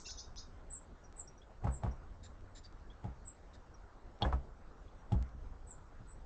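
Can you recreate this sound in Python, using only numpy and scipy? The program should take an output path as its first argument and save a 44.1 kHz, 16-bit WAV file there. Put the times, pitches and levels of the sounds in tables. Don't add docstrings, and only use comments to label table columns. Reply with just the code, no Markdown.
import sys
import numpy as np
from scipy import signal
from scipy.fft import rfft, irfft
from scipy.io import wavfile
from scipy.ndimage import uniform_filter1d

SR = 44100
rng = np.random.default_rng(int(sys.argv[2]) if len(sys.argv) > 2 else 0)


def bounce(signal):
    frames = np.transpose(np.atleast_2d(signal))
    limited = np.clip(frames, -1, 1)
    pcm = np.round(limited * 32767).astype(np.int16)
    wavfile.write(sys.argv[1], SR, pcm)


def elevation(decibels):
    levels = np.asarray(decibels, float)
    return 10 ** (levels / 20)


N = 275625


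def evened(x):
    return x / np.sqrt(np.mean(x ** 2) + 1e-20)


def read(points, hz):
    f, value = np.transpose(points)
    return np.interp(np.log(hz + 1), np.log(f + 1), value)


def add(mix, s, sound):
    part = mix[round(s * SR):][:len(sound)]
    part += sound[:len(part)]


def wobble(size, hz):
    f = np.fft.rfftfreq(size, 1 / SR)
    return evened(irfft(rfft(rng.standard_normal(size)) * np.exp(-(f / hz) ** 2), size))


def ring(modes, rise, spread_db, scatter):
    t = np.arange(SR // 2) / SR
    luck = rng.standard_normal((len(modes), 2))
    out = np.zeros(len(t))
    for (hz, db, t60), (strength, phase) in zip(modes, luck):
        fading = elevation(db + spread_db * strength - 60 * t / t60)
        out += fading * np.sin(2 * np.pi * hz * t + scatter * phase)
    out = out * (1 - np.exp(-t / rise))
    return out / abs(out).max()


def gritty(sound, length, snap_db):
    t = np.arange(len(sound)) / SR
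    grit = rng.standard_normal(len(t)) * np.exp(-t / length)
    drive = 0.6 * grit / np.linalg.norm(grit) + (t == 0)
    snap = elevation(snap_db * np.exp(-t / 0.0013))
    out = signal.fftconvolve(sound, drive)[:len(t)] * snap
    return out / abs(out).max()


# frequency in Hz, relative level in dB.
CONTACT_NOISE = [(300, 10.5), (800, 12.5), (2000, -7.5), (4000, -22.5), (8000, -30.5)]


def crack(t60):
    hz = np.fft.rfftfreq(SR // 2, 1 / SR)
    t = np.arange(SR // 2) / SR
    noise = evened(irfft(rfft(rng.standard_normal(SR // 2)) * elevation(read(CONTACT_NOISE, hz))))
    return noise * elevation(-60 * t / t60) * (1 - np.exp(-t / 0.00057))


# start in seconds, then levels in dB of the box knock, the plank thud,
# the jar clink and the rattle of the rebound.
BLOWS = [(1.642, -36, -26, -79, -31), (1.835, -34.5, -27, -57, -45), (3.042, -43, -32, -70, -59),
         (4.2213, -28, -26, -27, -28.5), (5.12, -38, -20.5, -48, -60), (5.92, -58, -66, -77, -80),
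         (5.996, -62, -44.5, -76, -75)]
# frequency in Hz, level in dB
# before the luck of the blow, time in seconds to fade by 60 dB.
PLANK_MODES = [(109.4, 2.5, 0.1), (183.5, -6.5, 0.12), (277, -19, 0.12), (356, -20.5, 0.17)]
BOX_MODES = [(460, -10.5, .08), (594, -19.5, 0.09), (688, -1.5, 0.11), (734, -8, 0.086), (830.5, 2, 0.12),
             (1060, -20, 0.45), (1280, -24.5, 0.089), (1520, -36.5, 0.027), (1920, -21, 0.03)]
JAR_MODES = [(2880, -5, .05), (3200, -4, .07), (3350, -1, .075), (3525, -4, .09), (3700, -7, .07),
             (4000, -12, .05), (4350, -4, .035), (5400, -12, .025)]


def beak_blows():
    out = np.zeros(N)
    t = np.arange(SR // 2) / SR
    for s, knock_db, thud_db, clink_db, _ in BLOWS:
        knock = gritty(ring(BOX_MODES, 0.00013, 2.3, 1.7), 0.0013, 6.6) + elevation(-10) * crack(0.41)
        buzz = 1 + 0.6 * wobble(len(t), 200) * np.minimum(t / 0.006, 1)
        clink = gritty(ring(JAR_MODES, 0.0003, 1.5, 1.3) * buzz, 0.0027, 7.2)
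        seeds = rng.standard_normal(len(t)) * elevation(-40 - 60 * t / 0.099)
        lead_in = crack(0.057)[1100::-1]
        add(out, s - len(lead_in) / SR, elevation(knock_db - 12.5) * lead_in)
        add(out, s, elevation(knock_db) * knock)
        add(out, s, elevation(clink_db) * clink)
        add(out, s, elevation(thud_db) * seeds)
        add(out, s, elevation(thud_db) * ring(PLANK_MODES, 0.0087, 0.57, 0.05))
    return out


# start in seconds, rattle level in dB,
# fence boom level in dB.
EXTRA_BUMPS = [(1.619, -54, -38.5), (4.326, -30.5, -24.5), (5.198, -64, -29.5), (5.333, -60.5, -40)]
REBOUND_S, REBOUND_BOOM_DB = 0.0275, -1
USUAL_RATTLE_DB, BOOM_PER_RATTLE = -43, 0.15


def bounces():
    rows = []
    for s, _, thud_db, _, rattle_db in BLOWS:
        extra_db = BOOM_PER_RATTLE * (rattle_db - USUAL_RATTLE_DB)
        rows.append((s + REBOUND_S, rattle_db, thud_db + REBOUND_BOOM_DB + extra_db))
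    return rows + EXTRA_BUMPS


# frequency in Hz,
# level in dB before the luck of the bump, time in seconds to fade by 60 dB.
JOINT_MODES = [(515, -14.5, 0.074), (720, 2, 0.036), (760, -1, 0.077), (986, 0, .06), (1115, 7, 0.047),
               (1286, -2.5, 0.09), (1500, 3.5, 0.023), (1700, -9, 0.086), (2023, -12, 0.035)]
FENCE_MODES = [(62, 3, 0.21), (132.1, -14, 0.32), (211.2, -16.5, 0.18), (284, -19.5, 0.14)]
BOOM_LAG_S = 0.005


def rebounds():
    out = np.zeros(N)
    for s, rattle_db, boom_db in bounces():
        rattle = gritty(ring(JOINT_MODES, 0.00079, 3.3, 2.88), 0.0051, 3.6) + elevation(-9.5) * crack(0.17)
        add(out, s, elevation(rattle_db) * rattle)
        add(out, s + BOOM_LAG_S, -elevation(boom_db) * ring(FENCE_MODES, 0.0054, 1.7, 0.13))
    return out


# start in seconds, peak level in dB.
DRY_TICKS = [(0.1074, -40), (0.36, -41), (.425, -50), (1.126, -47), (2.409, -53), (2.726, -51), (4.19, -50),
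             (4.325, -41.5), (5.226, -40.5), (5.292, -51)]


def ticks():
    out = np.zeros(N)
    for s, peak_db in DRY_TICKS:
        add(out, s, elevation(peak_db) * np.hanning(7))
    return out


def whistle(hz, level_db, rough, breath_db):
    tone = np.sin(2 * np.pi * (np.cumsum(hz) / SR + rng.random()))
    flutter = rough * wobble(len(hz), 250)
    breath = elevation(breath_db) * wobble(len(hz), 800)
    soft_ends = signal.windows.tukey(len(hz), 0.25)
    return np.sqrt(2) * elevation(level_db) * (1 + flutter + breath) * soft_ends * tone


# start in seconds, level in dB, factor on all pitches.
SYLLABLES = [(0.047, -54.5, 1.07), (0.084, -53.5, 1.02), (.174, -54, 1.01), (.364, -53.5, 1.01)]
# seconds after the syllable starts, length in seconds,
# first and last frequency in Hz before the pitch factor, peak level in dB relative to the syllable.
STEADY_VOICES = [(-.008, .063, 5077, 4990, -7), (-.003, 0.033, 5700, 6680, -2.5),
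                 (.03, 0.054, 3615, 3790, -17.5)]
SWEEP_LOW_HZ, SWEEP_TOP_HZ, SWEEP_BEND = 3350, 6746, 2.3
SWEEP_S, SWEEP_HOLD_S = 0.027, 0.0064
SWEEP_PEAK_S, SWEEP_DB, SWEEP_START_DB, SWEEP_END_DB = 0.02, 3.5, -16, -16


def chatter():
    out = np.zeros(N)
    t = np.arange(0, SWEEP_S + SWEEP_HOLD_S, 1 / SR)
    climb = np.minimum(t / SWEEP_S, 1) ** SWEEP_BEND
    sweep_hz = SWEEP_LOW_HZ + (SWEEP_TOP_HZ - SWEEP_LOW_HZ) * climb
    sweep_db = SWEEP_DB + np.interp(t, [0, SWEEP_PEAK_S, t[-1]], [SWEEP_START_DB, 0, SWEEP_END_DB])
    for s, db, pitch in SYLLABLES:
        add(out, s, whistle(pitch * sweep_hz, db + sweep_db, rough=0.25, breath_db=-18))
        for after, length, first_hz, last_hz, peak_db in STEADY_VOICES:
            u = np.linspace(0, 1, round(length * SR))
            hz = pitch * (first_hz + (last_hz - first_hz) * u)
            level_db = db + peak_db + np.interp(u, [0, 0.26, 1], [-2, 0, -4.5])
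            add(out, s + after, whistle(hz, level_db, rough=0.45, breath_db=-14))
    return out


def chatter_tail():
    out = np.zeros(N)
    length_s, level_db, centre_hz, width_hz = 0.059, -58, 6140, 2100
    u = np.linspace(0, 1, round(length_s * SR))
    tail = wobble(len(u), width_hz) * np.sin(2 * np.pi * centre_hz * length_s * u)
    add(out, 0, np.sqrt(2) * elevation(level_db) * (1 - u) * tail)
    return out


# start in seconds, length in seconds, peak level in dB,
# first and last frequency in Hz.
SLIDING_SEEPS = [(0.696, 0.11, -48.5, 8270, 7450), (1.159, 0.088, -50.5, 8100, 7360),
                 (1.704, 0.095, -55, 8160, 7380), (3.244, 0.083, -55, 7840, 7610),
                 (5.664, 0.1, -56.5, 8210, 7280), (6.067, 0.086, -65, 8100, 7780)]


def seeps():
    out = np.zeros(N)
    for s, length, db, first_hz, last_hz in SLIDING_SEEPS:
        u = np.linspace(0, 1, round(length * SR))
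        level_db = db + np.interp(u, [0, 0.5, 1], [-15.5, 0, -22.5])
        hz = np.interp(u, [0.23, 0.58], [first_hz, last_hz])
        add(out, s, whistle(hz, level_db, rough=0.56, breath_db=-31))
        add(out, s, whistle((hz + first_hz) / 2, level_db - 7.5, rough=0.78, breath_db=-2.5))
    return out


# start in seconds,
# length in seconds, starting level in dB, first and last frequency in Hz.
CHIPS_AND_OVERTONES = [(0.051, 0.042, -59.5, 2730, 2690), (0.06, 0.013, -64, 5400, 5300),
                       (0.083, 0.027, -62, 1500, 1493), (1.039, 0.028, -66.5, 5780, 5700),
                       (1.274, 0.019, -57, 5540, 5820), (1.377, 0.026, -68.5, 5900, 5600),
                       (1.416, 0.021, -67, 3250, 3540), (1.91, 0.018, -64, 5720, 5660),
                       (2.234, 0.044, -62.5, 7230, 7290), (2.546, 0.06, -65, 7250, 7200),
                       (2.643, 0.023, -58, 4820, 4570), (2.898, 0.026, -65.5, 3220, 3520),
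                       (3.74, 0.021, -67.5, 5710, 5550), (4.881, 0.01, -70, 3280, 3500),
                       (4.983, 0.042, -78.5, 5860, 5700)]


def chips_and_overtones():
    out = np.zeros(N)
    for s, length, db, first_hz, last_hz in CHIPS_AND_OVERTONES:
        size = round(length * SR)
        hz = np.linspace(first_hz, last_hz, size)
        add(out, s, whistle(hz, np.linspace(db, db - 6, size), rough=0.4, breath_db=-12))
    return out


# start in seconds, length in seconds, level in dB,
# factor on the throat's resonant frequencies.
SCOLDING_RASPS = [(2.224, 0.055, -62.5, 1.05), (2.544, 0.057, -62, 1.06), (2.628, 0.049, -67, 1.03),
                  (3.528, 0.039, -66.5, 1.04)]
# frequency in Hz before that factor, width in Hz, peak level in dB
THROAT = [(1680, 610, 3), (3610, 410, 5), (4220, 1100, -4), (4850, 400, -5), (5700, 3000, -9),
          (6700, 760, -9)]
RASP_PULSE_HZ, RASP_PULSE_DEPTH = 127, 0.26


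def rasps():
    out = np.zeros(N)
    for s, length, db, factor in SCOLDING_RASPS:
        size = round(length * SR)
        hz = np.fft.rfftfreq(size, 1 / SR)
        throat = sum(elevation(peak_db) / (1 + (2 * (hz - factor * f) / width) ** 2)
                     for f, width, peak_db in THROAT)
        cycles = RASP_PULSE_HZ * np.arange(size) / SR + rng.random()
        pulses = 1 + RASP_PULSE_DEPTH * np.sin(2 * np.pi * cycles)
        rasp = irfft(rfft(rng.standard_normal(size) * pulses) * throat, size)
        add(out, s, elevation(db) * evened(rasp) * signal.windows.tukey(size, 0.6))
    return out


def garden(x, wall_db, scatter_db, t60):
    t = np.arange(SR // 3) / SR
    tail = rng.standard_normal(len(t)) * elevation(-60 * t / t60) * (t > 0.004)
    taps = elevation(scatter_db) * tail / np.linalg.norm(tail)
    taps[0] = 1
    taps[round(0.0125 * SR)] += elevation(wall_db)
    return signal.fftconvolve(x, taps)[:N]


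def shudder():
    under_boom_db, rise_s, t60_s = -26.5, 0.05, 0.65
    out = np.zeros(N)
    t = np.arange(SR) / SR
    for s, _, boom_db in bounces():
        add(out, s, elevation(boom_db + under_boom_db - 60 * t / t60_s) * (1 - np.exp(-t / rise_s)))
    return out


# frequency in Hz, relative level in dB per Hz.
TRAFFIC_SPECTRUM = [(8.8, -26.5), (15, 0.5), (38, -2), (82, -10.5), (113, -19), (327, -25.5), (364, -25.5),
                    (394, -26), (898, -29.5), (1170, -31.5), (1370, -31.5), (2530, -47.5), (6770, -52.5),
                    (8000, -57), (11200, -100), (18900, -120)]
# time in seconds, level in dB before a small random drift.
RUMBLE_LEVELS = [(0, -54.5), (.35, -51.5), (.9, -56.5), (1.5, -53.5), (2.9, -53), (3.55, -55.5),
                 (4.6, -53.5), (5.1, -55), (5.6, -52), (6.25, -52)]
WASH_DB = -62.5


def traffic():
    frames = N // 256 + 5
    hz = np.fft.rfftfreq(N, 1 / SR)
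    a, b, patches = rng.standard_normal((frames, 513, 3)).T
    patches = evened(uniform_filter1d(uniform_filter1d(patches, 14, 0), 10, 1))
    swell = evened(uniform_filter1d(rng.standard_normal(frames), 40))
    cells = (a + 1j * b) * elevation(1.94 * patches + 0.28 * swell)
    noise = signal.istft(cells, nperseg=1024, noverlap=768)[1][:N]
    coloured = rfft(noise) * elevation(read(TRAFFIC_SPECTRUM, hz))
    low = 1 / (1 + (hz / 130) ** 4)
    wash = evened(irfft(coloured * (1 - low), N))
    rumble = evened(irfft(coloured * low, N))
    rumble_db = np.interp(np.arange(N) / SR, *np.transpose(RUMBLE_LEVELS)) + 0.56 * wobble(N, 5.9)
    return elevation(WASH_DB) * wash + (elevation(rumble_db) + shudder()) * rumble


DRONE_HZ, DRONE_DB, DRONE_SAG_DB, DRONE_EDGE_DB = 89.3, -59, -4, -25.5
DRONE_START_S, DRONE_RISE_S, DRONE_HOLD_S, DRONE_FALL_S = 1.7, 0.34, 0.71, 0.3


def drone():
    t = np.arange(N) / SR
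    at = np.cumsum([DRONE_START_S, DRONE_RISE_S, DRONE_HOLD_S, DRONE_FALL_S])
    db = DRONE_DB + np.interp(t, at, [DRONE_EDGE_DB, 0, DRONE_SAG_DB, DRONE_EDGE_DB])
    return elevation(db) * np.sqrt(2) * wobble(N, 14) * np.sin(2 * np.pi * DRONE_HZ * t)


def scene():
    feeder = beak_blows() + rebounds() + ticks()
    calls = seeps() + chips_and_overtones() + rasps() + chatter_tail()
    birds = garden(chatter(), wall_db=-2.9, scatter_db=-1.6, t60=0.25)
    birds = birds + garden(calls, wall_db=-14.5, scatter_db=-13, t60=0.2)
    return (feeder + birds + traffic() + drone())[None]


def roll_off(x):
    return signal.sosfilt(signal.butter(12, 8870, fs=SR, output="sos"), x)


CAMERA_RATE_HZ, EDGE_HZ = 16000, 8310


def record(dry):
    high_pass = signal.butter(6, 6000, "high", fs=SR, output="sos")
    treble = signal.sosfilt(high_pass, dry)
    mirror = 2 * np.cos(2 * np.pi * CAMERA_RATE_HZ * np.arange(N) / SR)
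    folded = dry + treble * mirror
    low_pass = signal.firwin(201, EDGE_HZ, window=("kaiser", 7), fs=SR)
    band = signal.oaconvolve(folded, low_pass[None], "same")
    return roll_off(band)


dry = scene()
out = record(dry)
bounce(out)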